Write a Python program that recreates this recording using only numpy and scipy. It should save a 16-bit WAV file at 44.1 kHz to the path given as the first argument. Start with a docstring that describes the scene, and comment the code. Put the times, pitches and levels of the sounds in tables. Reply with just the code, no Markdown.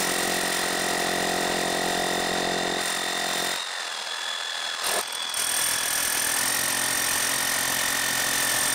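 """Demolition hammer on stony ground

Outdoors, an electric hammer heard first from the side, then from close in front. On every crank turn
the gears whine as the piston compresses, then the blow lands: the ground thuds, grit cracks, the chisel
rings. In between, the tool is lifted and rattles idle. The blows overload the microphone, which clips."""
import sys
import numpy as np
from scipy import signal
from scipy.fft import rfft, irfft, next_fast_len
from scipy.io import wavfile

SR = 44100
rng = np.random.default_rng(int(sys.argv[2]) if len(sys.argv) > 2 else 0)


def wav_out(sig):
    """Save sig, one row per channel (or a flat mono array), as 16-bit PCM at SR to the path in sys.argv[1]."""
    wavfile.write(sys.argv[1], SR, np.round(np.clip(np.atleast_2d(sig).T, -1, 1) * 32767).astype(np.int16))


N = 385434
FRONT_FROM_S = 5.015  # the microphone position changes here

# The chisel is pressed into soil, jabbed once, then set on stone.
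# Each row: start and end in seconds, load from 0 to 1, rattle in dB, ring over crack in dB.
PRESSES = [(-.1, 3.56, 0.69, -30.5, -4.5), (4.8, 5.0, 0.38, -25, 4.5), (5.331, 8.8, 1, -31.5, 2)]
# Spectrum of splitting stone. Each row: frequency in Hz, relative density in dB.
CRACK_SPECTRUM = [(80, -7), (250, -7), (600, 1), (1000, 1.5), (2400, 3.5), (4000, -1), (6000, 1.5),
                  (7800, -0.5), (9800, 1), (11000, -8), (15500, -7.5)]


def gain_of(db):
    """Decibels to a factor."""
    return 10 ** (np.asarray(db) / 20)


def unit_rms(x):
    """Scales to rms 1."""
    return x / np.sqrt(np.mean(x ** 2) + 1e-20)


def follow(rows, t):
    """The columns of a curve table at the times t."""
    times, *columns = np.transpose(rows)
    return [np.interp(t, times, column) for column in columns]


def add(mix, start_s, sound):
    """Mixes a sound in at start_s."""
    part = mix[max(round(start_s * SR), 0):][:len(sound)]
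    part += sound[:len(part)]


def noise(spectrum, size, ripple_db=0):
    """Noise of rms 1 with the given spectrum, rippled by many small resonances."""
    n = next_fast_len(size)
    hz, db = np.transpose(spectrum)
    bins = np.fft.rfftfreq(n, 1 / SR)
    knots = np.geomspace(900, SR / 2, 150)
    ripple = ripple_db * np.interp(bins, knots, np.tanh(rng.standard_normal(len(knots))), left=0)
    shape_db = np.interp(np.log(bins + 1), np.log(hz), db) + ripple
    return unit_rms(irfft(rfft(rng.standard_normal(n)) * gain_of(shape_db), n)[:size])


def drift(t, per_s):
    """Random values, per_s of them a second, joined by lines."""
    knots = np.arange(0, N / SR + 1, 1 / per_s)
    return np.interp(t, knots, rng.standard_normal(len(knots)))


def per_turn(turns, spread_db):
    """A random gain that holds for one crank turn."""
    return gain_of(spread_db * rng.standard_normal(size=512))[turns.astype(int)]


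def swell(turns, at, width):
    """A smooth bump once a turn; place and width in turns."""
    return np.exp((np.cos(2 * np.pi * (turns - at)) - 1) / (2 * np.pi * width) ** 2)


def burst(turns, rise, decay):
    """A sharp rise and a decay once a turn; both in turns."""
    since = turns % 1
    return unit_rms((1 - np.exp(-since / rise)) * np.exp(-since / decay))


def crank(t, speed, start):
    """Crank turns counted from start, very slightly uneven."""
    turns = start + np.cumsum(follow(speed, t)[0]) / SR
    return turns + 0.0015 * drift(t, per_s=40) + 0.003 * drift(t, per_s=7)


def contact(t, start, end, release_s, bite_s=0.056):
    """How firmly the chisel meets the ground, 0-1: a quick bite, a hold, a release."""
    return np.clip((t - start) / bite_s, 0, 1) * np.exp(-np.maximum(t - end, 0) / release_s)


def pressing(t, presses, ground):
    """Each press takes the load and the levels of thud, crack, ring and rattle from idle to work."""
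    ground_db, stone_db = follow(ground, t)
    idle = 0.26, -56, -58, -63, -32
    idle_load, idle_thud, idle_crack, idle_ring, idle_rattle = idle
    load, thud_db, crack_db, ring_db, rattle_db = idle
    for start, end, full_load, clatter_db, steel_db in presses:
        firm = contact(t, start, end, release_s=0.018)
        jingle = contact(t, start, end, release_s=0.23)  # the freed chisel jingles on
        load += firm * (full_load - idle_load)
        thud_db += firm * (ground_db - idle_thud)
        crack_db += firm * (stone_db - idle_crack)
        rattle_db += firm * (clatter_db - idle_rattle)
        ring_db += jingle * (stone_db + steel_db - idle_ring)
    return np.clip(load, 0, 1), thud_db, crack_db, ring_db, rattle_db


def whine(t, turns, load, order, swing, at, width, back, kick, steady, flutter, overtone):
    """A tone of order cycles a turn that swells and rises on compression and is kicked by the blow."""
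    slack = 1 - load  # near idle the tone wavers and the return stroke sounds too
    swung = turns + swing * load * np.sin(2 * np.pi * (turns - at - 0.08)) / (2 * np.pi)
    phase = 2 * np.pi * order * swung + flutter * drift(t, per_s=220)
    phase += slack ** 2 * (0.9 * drift(t, per_s=300) + 2.2 * drift(t, per_s=30))
    strokes = steady + swell(turns, at, width) + back * slack * swell(turns, at + 0.41, width)
    strokes += kick * load * swell(turns, at=0.078, width=0.04)
    strokes *= gain_of(4.5 * slack ** 2 * drift(t, per_s=14))
    tone = np.cos(phase) + overtone * load * np.cos(2 * phase)
    return unit_rms(strokes * per_turn(turns + 0.5, spread_db=0.86)) * tone


def motor(t, gears, fan):
    """Mixes both whines; the gears falter as the motor coasts and grow as the chisel is leaned on."""
    # Gear whine and fan whine. Each row: time in seconds, gain in dB.
    gear_gain = [(0, -28.5), (2, -30), (3, -31.5), (3.5, -32.5), (3.65, -38.5), (3.85, -34.5), (4, -43),
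                 (4.15, -36.5), (4.65, -35), (4.85, -39), (4.98, -29), (5.03, -44), (5.3, -44),
                 (5.55, -33.5), (6.3, -30.5), (7.05, -29.5), (7.3, -30), (7.7, -28), (8.3, -27), (8.7, -28)]
    fan_gain = [(0, -37.5), (1.4, -35.5), (2.1, -33.5), (3.5, -31), (3.7, -36.5), (3.79, -41), (3.9, -35),
                (4.05, -44), (4.12, -33), (4.2, -38), (4.3, -32), (4.7, -31.5), (4.82, -37), (4.95, -35),
                (5.03, -40), (5.2, -33.5), (5.75, -31.5), (5.95, -39.5), (7.8, -37), (8.4, -34)]
    return gain_of(follow(gear_gain, t)[0]) * gears + gain_of(follow(fan_gain, t)[0]) * fan


def rattle(turns, load):
    """Piston and gear case clatter twice a turn; under load the clatter evens out towards a rush."""
    # Spectrum of the clatter. Each row: frequency in Hz, relative density in dB.
    spectrum = [(60, -48), (170, -48), (210, -8), (250, -17), (400, -9), (520, -0.5), (600, -0.5), (780, 3),
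                (1500, 2), (2700, -3), (4000, -0.5), (5300, -2), (6500, -6.5), (9000, -8.5), (11000, -23),
                (15500, -27)]
    strokes = 1.24 + 0.66 * load + swell(turns, at=0.87, width=0.091)
    strokes += 1.6 * swell(turns, at=0.22, width=0.098)
    envelope = unit_rms(strokes * per_turn(turns + 0.5, spread_db=1))
    return envelope * noise(spectrum, len(turns), ripple_db=4.5)


def chisel(times, size, strengths):
    """Every blow rings the steel; the changing grip of the ground detunes and favours single modes."""
    # Modes of the steel. Each row: frequency in Hz, relative level in dB, seconds to fall 60 dB.
    modes = [(5505, -5.5, 0.03), (5650, -2, 0.028), (5830, -8, 0.026), (7540, -24, 0.041),
             (8640, -3, 0.044), (8700, 1, 0.036), (8940, 1, 0.037), (9400, -4, 0.033), (9860, -11.5, 0.073),
             (12430, 0.5, 0.021), (12100, -9, 0.03)]
    hz, db, t60 = np.transpose(modes)[:, :, None]
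    t, out = np.arange(SR // 32) / SR, np.zeros(size)
    grips_db = 2.8 * np.transpose([drift(times, per_s=5) for _ in modes])
    chance = rng.standard_normal((len(times), 3, len(modes), 1))
    dying = gain_of(db - 60 * t / t60) * (1 - np.exp(-t / 0.00026))
    bends = 1 + 0.005 * drift(times, per_s=6)
    scatter_hz = 3 / t60  # the modes damped most by the ground are also detuned most
    for start, strength, grip, bend, draws in zip(times, strengths, grips_db, bends, chance):
        detune, accent, phase = draws
        waves = np.sin(2 * np.pi * (hz * bend + scatter_hz * detune) * t + 1.13 * phase)
        gains = gain_of(grip[:, None] + 3.1 * accent)
        add(out, start, strength * (gains * dying * waves).sum(0))
    return out


def ring(t, turns):
    """The chisel is struck once a turn and rebounds against its holder a moment later."""
    times = t[1:][np.diff(np.floor(turns)) > 0] - t[0]
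    rebound_s = 0.0048 + 0.0012 * rng.standard_normal(len(times))
    full = np.ones(len(times))
    return unit_rms(chisel(times, len(t), full) + chisel(times + rebound_s, len(t), 0.49 * full))


def cushioned(x, ring_db, top_hz, soft_db=-38, span_db=8):
    """Soil softens the blow, so the highest modes of the steel sound only when it rings hard on stone."""
    soft = signal.sosfiltfilt(signal.butter(4, top_hz, fs=SR, output="sos"), x)
    return soft + np.clip((ring_db - soft_db) / span_db, 0, 1) * (x - soft)


def stray_blows():
    """Single light blows while the chisel barely touches: a ring and a short snap."""
    # Each row: start of a blow in seconds, relative strength in dB.
    blows = [(5.029, -31), (5.0769, -30), (5.1253, -24), (5.1504, -20), (5.224, -28), (5.296, -25),
             (5.3405, -17)]
    times, db = np.transpose(blows)
    out = gain_of(-9) * chisel(times, N, gain_of(db))
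    t = np.arange(SR // 50) / SR
    for start, strength in zip(times, gain_of(db)):
        add(out, start, 0.29 * strength * np.exp(-t / 0.0017) * noise(CRACK_SPECTRUM, len(t)))
    return out


def crack(turns, decay, crumble):
    """Stone splits at the blow; then grit crumbles in clumps as the tip sinks in."""
    split = burst(turns, rise=0.0083, decay=decay) * per_turn(turns, spread_db=1.4)
    sinking = crumble * swell(turns, at=0.13, width=0.19) * per_turn(turns, spread_db=3.5)
    clumps = gain_of(drift(np.arange(len(turns)) / SR, per_s=900))
    return unit_rms((split + sinking) * clumps) * noise(CRACK_SPECTRUM, len(turns), ripple_db=4)


def thud(turns, load, bodies, lag, rough, low_hz):
    """Each blow is a push and a crunch into the bodies' low resonances, rougher on a loose chisel."""
    blow_count = np.floor(turns - lag)
    push = np.diff(blow_count, prepend=blow_count[0]) * per_turn(turns + 0.5, spread_db=0.5)
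    crunch = rng.standard_normal(len(turns)) * burst(turns, rise=0.026, decay=0.37)
    crunch_share = np.clip(rough + 0.52 * (1 - load), 0, 1)
    drive = np.sqrt(1 - crunch_share ** 2) * unit_rms(push) + crunch_share * crunch
    t, response = np.arange(SR // 12) / SR, 0
    for delay_s, modes in bodies:
        age = np.maximum(t - delay_s, 0)
        for hz, width, db in modes:
            response += gain_of(db) * width * np.exp(-np.pi * width * age) * np.sin(2 * np.pi * hz * age)
    band = signal.butter(2, [low_hz, 1100], "band", fs=SR, output="sos")
    return unit_rms(signal.sosfilt(band, signal.oaconvolve(drive, response)[:len(turns)]))


def band_gain(x, db, band_hz):
    """Raises or lowers one band by a changing number of dB."""
    band = signal.butter(2, band_hz, "band", fs=SR, output="sos")
    return x + (gain_of(db) - 1) * signal.sosfiltfilt(band, x)


def glancing(x, load, firm_load=0.73, loose_load=0.52, clank_hz=1000):
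    """A lightly pressed chisel does not move the soil: the thud loses its bass and becomes a clank."""
    loose = 0.85 * np.clip((firm_load - load) / (firm_load - loose_load), 0, 1)
    clank = unit_rms(signal.sosfilt(signal.butter(2, clank_hz, "high", fs=SR, output="sos"), x))
    return (1 - loose) * x + loose * clank


def ground_echo(x, delay_s, share):
    """The sound reaches the microphone directly and once more off the ground."""
    index = np.arange(len(x))
    return unit_rms(x + share * np.interp(index - delay_s * SR, index, x))


def hammer_from_side():
    """Side on, in packed soil: the body knocks, the ground thuds just after; then idling and one jab."""
    # Crank speed. Each row: time in seconds, turns a second.
    speed = [(0, 44.31), (.5, 44.12), (3.5, 44.16), (3.62, 45.7), (3.8, 43.6), (3.97, 40.4), (4.15, 41.6),
             (5.015, 41.2)]
    # How hard the blows land. 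Each row: time in seconds, ground thud in dB, stone crack in dB.
    ground = [(0, -26, -25.5), (.3, -25.5, -29), (.55, -29, -30.5), (1.25, -25, -33), (2.199, -26, -35),
              (2.5, -25, -44), (2.77, -28, -43), (2.848, -34.5, -30.5), (3.06, -35, -38), (3.17, -34, -36),
              (3.45, -30.5, -30.5), (3.56, -41, -36), (4.86, -31, -31), (4.98, -14, -31)]
    # Resonances of the tool body, knocked by the striker, and of the soil.
    # Each row: frequency in Hz, width in Hz, relative level in dB.
    body_modes = [(385, 57.6, 5), (617.4, 25, -4), (700, 17, -2), (966, 14, -18)]
    soil_modes = [(204, 26, -4.5), (413.2, 19, 0.5), (515, 78, -7), (659, 9.2, -3.5), (754, 63, -7.5),
                  (870, 19, -32)]
    # Lift of the pounding around 750 Hz. Each row: time in seconds, gain in dB.
    mid_lift = [(0, 1.5), (.55, 4), (1.3, 5.5), (1.6, 4), (2, 6.5), (2.35, 3.5), (2.9, 4), (3.2, 9),
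                (3.5, 3.5), (4.85, -8)]
    t = np.arange(round(FRONT_FROM_S * SR)) / SR
    turns = crank(t, speed, start=0.9)
    load, thud_db, crack_db, ring_db, rattle_db = pressing(t, PRESSES[:2], ground)
    bodies = [(0, body_modes), (0.00435, soil_modes)]
    pounding = thud(turns, load, bodies, lag=0.039, rough=0.074, low_hz=134)
    pounding = band_gain(pounding, follow(mid_lift, t)[0], band_hz=[627, 950])
    hammering = (gain_of(thud_db) * glancing(pounding, load)
                 + gain_of(crack_db) * crack(turns, decay=0.51, crumble=0.63)
                 + gain_of(ring_db) * cushioned(ring(t, turns), ring_db, top_hz=10400)
                 + gain_of(rattle_db) * rattle(turns, load))
    gears = whine(t, turns, load, order=41, swing=0.097, at=0.803, width=0.079,
                  back=0.43, kick=0.85, steady=0.14, flutter=0.19, overtone=0.11)
    fan = whine(t, turns, load, order=82, swing=0.016, at=0.8, width=0.094,
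                back=0.9, kick=0.11, steady=0.18, flutter=0.15, overtone=0.44)
    return hammering + motor(t, gears, fan)


def hammer_from_front():
    """Close in front, chisel foremost: the hammer is set down again and driven on stone."""
    # Crank speed. Each row: time in seconds, turns a second.
    speed = [(5.015, 41.7), (5.3, 41.38), (5.44, 40.55), (5.6, 41.3), (6.26, 41.16), (6.51, 45.1),
             (6.7, 44.29), (7.2, 43.83), (7.34, 44.6), (7.6, 44.02), (8.25, 44.26), (8.45, 43.35)]
    # How hard the blows land. Each row: time in seconds, ground thud in dB, stone crack in dB.
    ground = [(5.38, -49, -24), (5.5, -44, -29), (5.6, -40, -24), (5.72, -41, -23), (5.8, -45, -31),
              (5.95, -42, -25), (6.501, -35, -25), (6.9, -35, -27), (7.12, -35.5, -24), (7.5, -36.5, -25.5),
              (8.25, -36, -25.5), (8.42, -33.5, -21.5), (8.7, -33, -23)]
    # Resonances of the ground. 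Each row: frequency in Hz, width in Hz, relative level in dB.
    ground_modes = [(136.2, 11, -6), (297, 40, 2.5), (361, 37, -7), (607, 61, -2), (805, 81, 3.5),
                    (1005, 78, -7)]
    t = np.arange(round(FRONT_FROM_S * SR), N) / SR
    turns = crank(t, speed, start=0.315)
    load, thud_db, crack_db, ring_db, rattle_db = pressing(t, PRESSES[2:], ground)
    wedged_db = 7.5 * np.exp(-((t - 7.97) / 0.6) ** 2)  # the stone grips the chisel and damps its ring
    pounding = thud(turns, load, [(0.00079, ground_modes)], lag=0.038, rough=0.18, low_hz=135)
    hammering = (gain_of(thud_db) * ground_echo(pounding, delay_s=0.00807, share=0.39)
                 + gain_of(crack_db) * crack(turns, decay=0.45, crumble=0.57)
                 + gain_of(ring_db - wedged_db) * ring(t, turns)
                 + gain_of(rattle_db) * rattle(turns, load))
    gears = whine(t, turns, load, order=41, swing=0.02, at=0.915, width=0.082,
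                  back=0.4, kick=0.079, steady=0.14, flutter=0.22, overtone=0.062)
    fan = whine(t, turns, load, order=82, swing=0.01, at=0.84, width=0.061,
                back=0.98, kick=0.1, steady=0.27, flutter=0.11, overtone=0.08)
    return hammering + motor(t, gears, fan)


def scene():
    """One microphone position after the other, in mono."""
    return (np.concatenate([hammer_from_side(), hammer_from_front()]) + stray_blows())[None]


def record(dry):
    """The overloaded microphone input clips with a firm knee; then the top treble is cut off."""
    ceiling, edge_hz = 0.095, 15740
    oversampled = signal.resample_poly(dry, 2, 1, axis=1)
    clipped = oversampled / (1 + (oversampled / ceiling) ** 8) ** (1 / 8)
    low_pass = signal.firwin(511, edge_hz, window=("kaiser", 9), fs=SR)
    return signal.oaconvolve(signal.resample_poly(clipped, 1, 2, axis=1), low_pass[None], "same")


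dry = scene()
out = record(dry)
wav_out(out)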